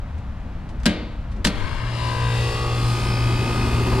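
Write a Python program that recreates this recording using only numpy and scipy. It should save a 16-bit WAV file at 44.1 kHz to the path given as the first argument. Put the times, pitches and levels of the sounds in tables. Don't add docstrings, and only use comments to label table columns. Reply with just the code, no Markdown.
import sys
import numpy as np
from scipy import signal
from scipy.fft import rfft, irfft
from scipy.io import wavfile

SR = 44100
rng = np.random.default_rng(int(sys.argv[2]) if len(sys.argv) > 2 else 0)


def master(y):
    cut = np.clip(np.atleast_2d(y).T, -1, 1)
    pcm = np.round(cut * 32767)
    wavfile.write(sys.argv[1], SR, pcm.astype(np.int16))


N = 176400
T = np.arange(N) / SR
HZ = np.fft.rfftfreq(N, 1 / SR)
START_S = 1.5
SHAFT_HZ = 58.95


def amp(db):
    return 10 ** (np.asarray(db) / 20)


def unit(x):
    return x / np.sqrt(np.mean(x ** 2) + 1e-20)


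def read(points, hz):
    f, value = np.transpose(points)
    return np.interp(np.log(hz + 1), np.log(f), value)


def curve(rows, column=1):
    rows = np.array(rows)
    return np.interp(T, rows[:, 0], rows[:, column])


def drift(cutoff_hz):
    f = np.fft.rfftfreq(1024, 1 / 128)
    slow = unit(irfft(rfft(rng.standard_normal(1024)) / (1 + (f / cutoff_hz) ** 4)))
    return np.interp(T, np.arange(1024) / 128, slow)


def between(start, end, fade):
    return (1 + np.tanh(2 * (T - start) / fade)) * (1 - np.tanh(2 * (T - end) / fade)) / 4


def decay(start, t60):
    return (T >= start) * np.exp(-np.log(1000) * np.maximum(T - start, 0) / t60)


def rise(start, time_constant):
    return 1 - np.exp(-np.maximum(T - start, 0) / time_constant)


def treble_share(hz, corner_hz=4860):
    return hz ** 2 / (hz ** 2 + corner_hz ** 2)


# f/Hz, correlation (capped at 1)
MIC_LIKENESS = [(60,.99),(250,.97),(500,0.85),(1000,0.8),(2500,1.2),(5000,0.3),(9000,0.04)]

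def pair(a, b, hz):
    same = np.clip(read(MIC_LIKENESS, hz), -1, 1)
    mid, side = np.sqrt((1 + same) / 2) * a, np.sqrt((1 - same) / 2) * b
    return np.array([mid + side, mid - side])


def noise(colour):
    a, b = rfft(rng.standard_normal((2, N)))
    return unit(irfft(pair(a, b, HZ) * amp(read(colour, HZ)) * np.minimum(HZ / 20, 1), N))


# t/s, relative level/dB
HUM_LEVEL = [(1.55, -30), (1.62, -32), (1.75, -44), (1.84, -28), (2.16, -28), (2.27, -22.5), (2.46, -22.5),
             (2.52, -29.5), (2.91, -21.5), (3.0, -28.5), (3.25, -21), (3.49, -27), (3.96, -22.5),
             (4.0, -26)]

def compressor():
    speed_hz = SHAFT_HZ * rise(START_S, 0.06) * (1 + 0.0005 * drift(4))
    turns = np.cumsum(speed_hz) / SR + SHAFT_HZ * 12e-6 * drift(40)
    hum = np.sqrt(2) * amp(curve(HUM_LEVEL) + 1.1) * np.sin(2 * np.pi * 2 * turns)
    cabinet = reflected(buzz(turns) + rattle(turns)) + panels(turns)
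    lean_db = 5.5 * between(1.3, 2.3, fade=0.54)
    fade_in = np.clip((T - START_S) / 0.09, 0, 1)
    return fade_in * (hum + amp([lean_db / 2, -lean_db / 2]) * cabinet)


# t/s, level/dB, treble/dB
BUZZ_AT_MIC = [(1.5,0,2),(1.6,-2.5,-10),(1.85,-5,-8.5),(2.05,1,-5),(2.26,0.5,-4),(2.37,1.5,0),(2.53,0.5,1.5),(2.68,0,-2.5),(2.9,-1.5,6),(3.22,-3.5,3.5),(3.48,-2.5,4.5),(4,-7.5,9.5)]
# f/Hz, level/dB
BUZZ_COLOUR = [(59,-47),(180,-64),(350,-40),(700,-47.5),(1000,-48),(1500,-54.5),(2700,-49),(3600,-55),(4300,-53.5),(5100,-52.5),(5800,-66.5),(7500,-63),(9500,-66),(13000,-83)]

def buzz(turns, waver_db=3.5):
    level_db, treble_db = curve(BUZZ_AT_MIC), curve(BUZZ_AT_MIC, column=2)
    step, wave = np.exp(2j * np.pi * turns), np.ones(N, complex)
    out = np.zeros((2, N))
    for order in range(1, 180):
        hz, wave = order * SHAFT_HZ, wave * step
        if order == 2:
            continue
        db = read(BUZZ_COLOUR, hz) + level_db + treble_db * treble_share(hz)
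        db += waver_db * hz / (hz + 750) * drift(1.8)
        mics = pair(1, 1j * rng.choice([-1, 1]), hz) * np.exp(2j * np.pi * rng.random())
        out += amp(db) * (mics[:, None] * wave).real
    return out


# f/Hz, width/Hz, level/dB, from/s, until/s, swell/dB
CABINET_PANELS = [(239,20,-36,3.25,4.2,3.5),(360,27,-38.5,2.28,4.5,1.5),(411,15,-44,2.3,2.85,4),(466,22,-36.5,2.06,2.91,5.5),(1014,45,-32.5,2.016,2.34,-2),(1125,23,-36.5,2.4,2.89,4.5),
                  (1230,36,-36.5,2.53,5.4,2),(1460,17,-47,2.9,4.6,4),(1588,67,-43,2.02,2.42,1),(1910,89,-49,1.98,2.6,1),(2090,36,-43,2.56,4.4,4),(2527,56,-42.5,2.62,4.2,9),
                  (2773,130,-47,2.16,2.82,4),(3680,430,-49.5,2.22,2.5,2),(4565,71,-51,2.75,4.2,-2),(5110,75,-46.5,3.02,3.27,9)]

def panels(turns):
    out = np.zeros((2, N))
    for hz, width, db, start, end, swell_db in CABINET_PANELS:
        orders = round(hz / SHAFT_HZ) + np.arange(-3, 4)
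        gains = 1 / (1 + 1j * (orders * SHAFT_HZ - hz) / width) ** 2
        gains *= np.exp(1j * hz / 7000 * rng.standard_normal(len(orders)))
        own_turns = turns + 0.6 * rng.random()
        ring = sum(gain * np.exp(2j * np.pi * k * own_turns) for k, gain in zip(orders, gains))
        mics = pair(0.97, 0.5j * rng.choice([-1, 1]), hz) * np.exp(2j * np.pi * rng.random())
        arch = np.sin(np.pi * np.clip((T - start) / (end - start), 0, 1)) - 0.5
        level = amp(db + swell_db * arch + 1.1 * drift(11)) * between(start, end, fade=0.15)
        out += np.sqrt(2) * level * (mics[:, None] * ring).real
    return out


# f/Hz, relative density/dB
RATTLE_COLOUR = [(200,-1),(500,0),(700,-5),(1050,3),(1400,-5.5),(2600,-5),(4000,-6.5),(5100,-8.5),(5900,-14),(8700,-17),(9500,-13),(10300,-19.5),(11500,-20),(15000,-36)]
# f/Hz, width/Hz, level/dB
STRAIN_BANDS = [(1106,68,-47),(1610,230,-40),(2090,890,-44)]

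def rattle(turns, level_db=-35.5, pulse_depth=0.16):
    hiss = noise(RATTLE_COLOUR)
    treble = irfft(rfft(hiss) * treble_share(HZ), N)
    treble_gain = amp(curve(BUZZ_AT_MIC, column=2))
    running = amp(level_db + curve(BUZZ_AT_MIC)) * (hiss - treble + treble * treble_gain)
    grit = rfft(noise(RATTLE_COLOUR))
    strain = sum(amp(db) * unit(irfft(grit / (1 + 1j * (HZ - hz) / width) ** 2, N))
                 for hz, width, db in STRAIN_BANDS)
    pulse = unit(np.exp(pulse_depth * np.cos(2 * np.pi * (turns - 0.2))))
    return pulse * (running + strain * between(1.57, 1.91, fade=0.023))


# delay as the unit starts/ms, slide/(ms per s)
REFLECTIONS = [(.9,.22),(1.9,-.35),(3.1,.5)]

def reflected(direct, gain=0.3):
    echoes = np.zeros((2, N))
    for ms, slide in REFLECTIONS:
        delay_s = (ms + slide * (T - START_S)) / 1000
        echoes += [np.interp(T - delay_s, T, side) for side in direct]
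    return (direct + gain * echoes) / np.sqrt(1 + len(REFLECTIONS) * gain ** 2)


# f/Hz, relative density/dB
FAN_COLOUR = [(25,-7),(60,7.5),(110,-4),(250,-5.5),(380,-7.5),(480,-11.5),(680,-17.5),(870,-11),(1400,-21),(3000,-26),(8000,-42),(15000,-46)]

def fan_air(full_speed_db=-20):
    speed = rise(START_S, 0.9)
    return amp(full_speed_db + drift(36)) * speed ** 4.7 * noise(FAN_COLOUR)


def fan_blades(full_speed_hz=386):
    speed = rise(START_S, 0.47)
    passes = np.cumsum(full_speed_hz * speed * (1 + 0.0085 * drift(23))) / SR
    return amp(-37 + 5 * drift(7.4)) * speed ** 22 * np.sin(2 * np.pi * passes)


# t/s, level/dB, t60/s
SNAPS = [(0.8566,-9,0.018),(0.8615,-15,0.042),(1.4446,-20,0.027),(1.4479,-13.5,0.07),(1.468,-20.5,0.064)]
# f/Hz, relative density/dB
SNAP_COLOUR = [(150,2),(500,-4),(900,-2.5),(1700,-5),(2400,-0.5),(3700,-1.5),(4800,-2),(6000,-8),(9000,-10.5),(12000,-22.5),(15000,-32)]
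# t/s, level/dB
LEVER_TICKS = [(.18,-50.5),(0.69,-46.5),(.80,-49),(0.833,-42.5),(1.316,-47),(1.363,-51)]

def switches(attack_s=0.00065, tail_db=-22.5):
    snaps = sum(amp(db) * rise(start, attack_s) * (decay(start, t60) + amp(tail_db) * decay(start, 0.22))
                for start, db, t60 in SNAPS)
    ticks = sum(amp(db) * decay(start, t60=0.12) for start, db in LEVER_TICKS)
    tick_colour = [(300, 6), (3000, 3), (9000, -7), (15000, -35)]  # f/Hz, relative density/dB
    return snaps * noise(SNAP_COLOUR) + ticks * noise(tick_colour)


# t/s, level/dB
CONTACT_CRACKS = [(.8575,-15),(1.4498,-12)]

def contacts(hz=3700, t60=0.0012):
    return sum(amp(db) * decay(start, t60) * np.sin(2 * np.pi * hz * (T - start))
               for start, db in CONTACT_CRACKS)


# t/s, box modes/dB, sheet ring/dB, pitch factor
BOX_KNOCKS = [(0.8613,2,-24,0.97),(1.458,-3,-27,.93)]
# f/Hz, level/dB, t60/s
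BOX_MODES = [(189.2,-14,0.25),(227,-9,0.17),(245,-17,0.15),(313,-27,0.67),(369,-25,0.18),(511,-38,0.97),(602,-31,0.25),(1020,-28,0.087),(1664,-23,0.13),(1980,-34,.12),(3079,-36,0.15),(4107,-16,0.04)]

def steel_box(attack_s=0.0043):
    out = np.zeros((2, N))
    for start, modes_db, ring_db, pitch in BOX_KNOCKS:
        modes = sum(amp(db) * decay(start, t60) * np.sin(2 * np.pi * hz * pitch * (T - start))
                    for hz, db, t60 in BOX_MODES)
        ring = decay(start, t60=0.7) * sheet_ring()
        out += rise(start, attack_s) * (amp(modes_db) * modes + amp(ring_db) * ring)
    return out


# f/Hz, relative level/dB
SHEET_COLOUR = [(300,4),(600,6.5),(850,-2.5),(1700,-2),(3000,-4),(4400,-7),(5200,-19.5),(9000,-38),(14000,-56)]

def sheet_ring(mode_count=330):
    bins = rng.integers(0, len(HZ) // 2, mode_count)
    a, b = np.zeros((2, len(HZ)), complex)
    a[bins], b[bins] = np.exp(2j * np.pi * rng.random((2, mode_count)))
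    return unit(irfft(pair(a, b, HZ) * amp(read(SHEET_COLOUR, HZ)), N))


# t/s, length/s, level/dB
HAND_BUMPS = [(0.56,0.28,-42.5),(0.742,0.11,-36),(1.038,0.19,-32.5),(1.388,0.089,-33)]
# f/Hz, relative density/dB
BUMP_COLOUR = [(60,5.5),(160,-27),(220,3.5),(300,-5.5),(500,-14.5),(1500,-32),(6000,-69)]

def hand():
    bumps = sum(amp(db) * np.exp(-(2 * (T - centre) / length) ** 2) for centre, length, db in HAND_BUMPS)
    return bumps * noise(BUMP_COLOUR)


# f/Hz, relative density/dB
WIND_COLOUR = [(20,17),(60,-22),(120,0),(250,-14),(1000,-125)]

def wind(steady_db=-56.5, puff_db=-23.5, puff_s=1.685):
    puff = amp(puff_db) * np.exp(-(2 * (T - puff_s) / 0.28) ** 2)
    left = noise(WIND_COLOUR)[0] * (amp(steady_db) + puff)
    right = noise(WIND_COLOUR)[0] * amp(steady_db)
    return np.array([left, right])


# f/Hz, relative density/dB
OUTDOOR_COLOUR = [(12, -14), (20, -4), (70, -1.5), (135, -15), (217, -15), (242, -20.5), (278, -22.5),
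                  (387, -36.5), (555, -30), (1080, -32.5), (1680, -37), (3970, -50), (15000, -74)]

def outdoors(level_db=-28.5):
    return amp(level_db) * noise(OUTDOOR_COLOUR)


def scene():
    air_conditioner = compressor() + fan_air() + fan_blades()
    return air_conditioner + outdoors() + wind() + hand() + switches() + contacts() + steel_box()


# f/Hz, left minus right/dB
MIC_BALANCE = [(60,1.7),(500,0.8),(1200,2),(4000,2.5),(8000,-0.5),(12000,-1)]
# f/Hz, lag of the left/rad
MIC_LAG = [(60,0.028),(250,0.15),(800,0.31),(2200,1),(4200,0.23),(9000,0.38)]

def record(dry, cutoff_hz=15100):
    hz = np.fft.rfftfreq(2 * N, 1 / SR)
    tilt, lag = read(MIC_BALANCE, hz) / 2, read(MIC_LAG, hz) / 2
    response = amp([tilt, -tilt]) * np.exp(1j * np.array([-lag, lag]))
    heard = irfft(rfft(dry, 2 * N) * response)[:, :N]
    lowpass = signal.firwin(511, cutoff_hz, window=("kaiser", 9), fs=SR)
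    return signal.oaconvolve(heard, lowpass[None], "same")


dry = scene()
out = record(dry)
master(out)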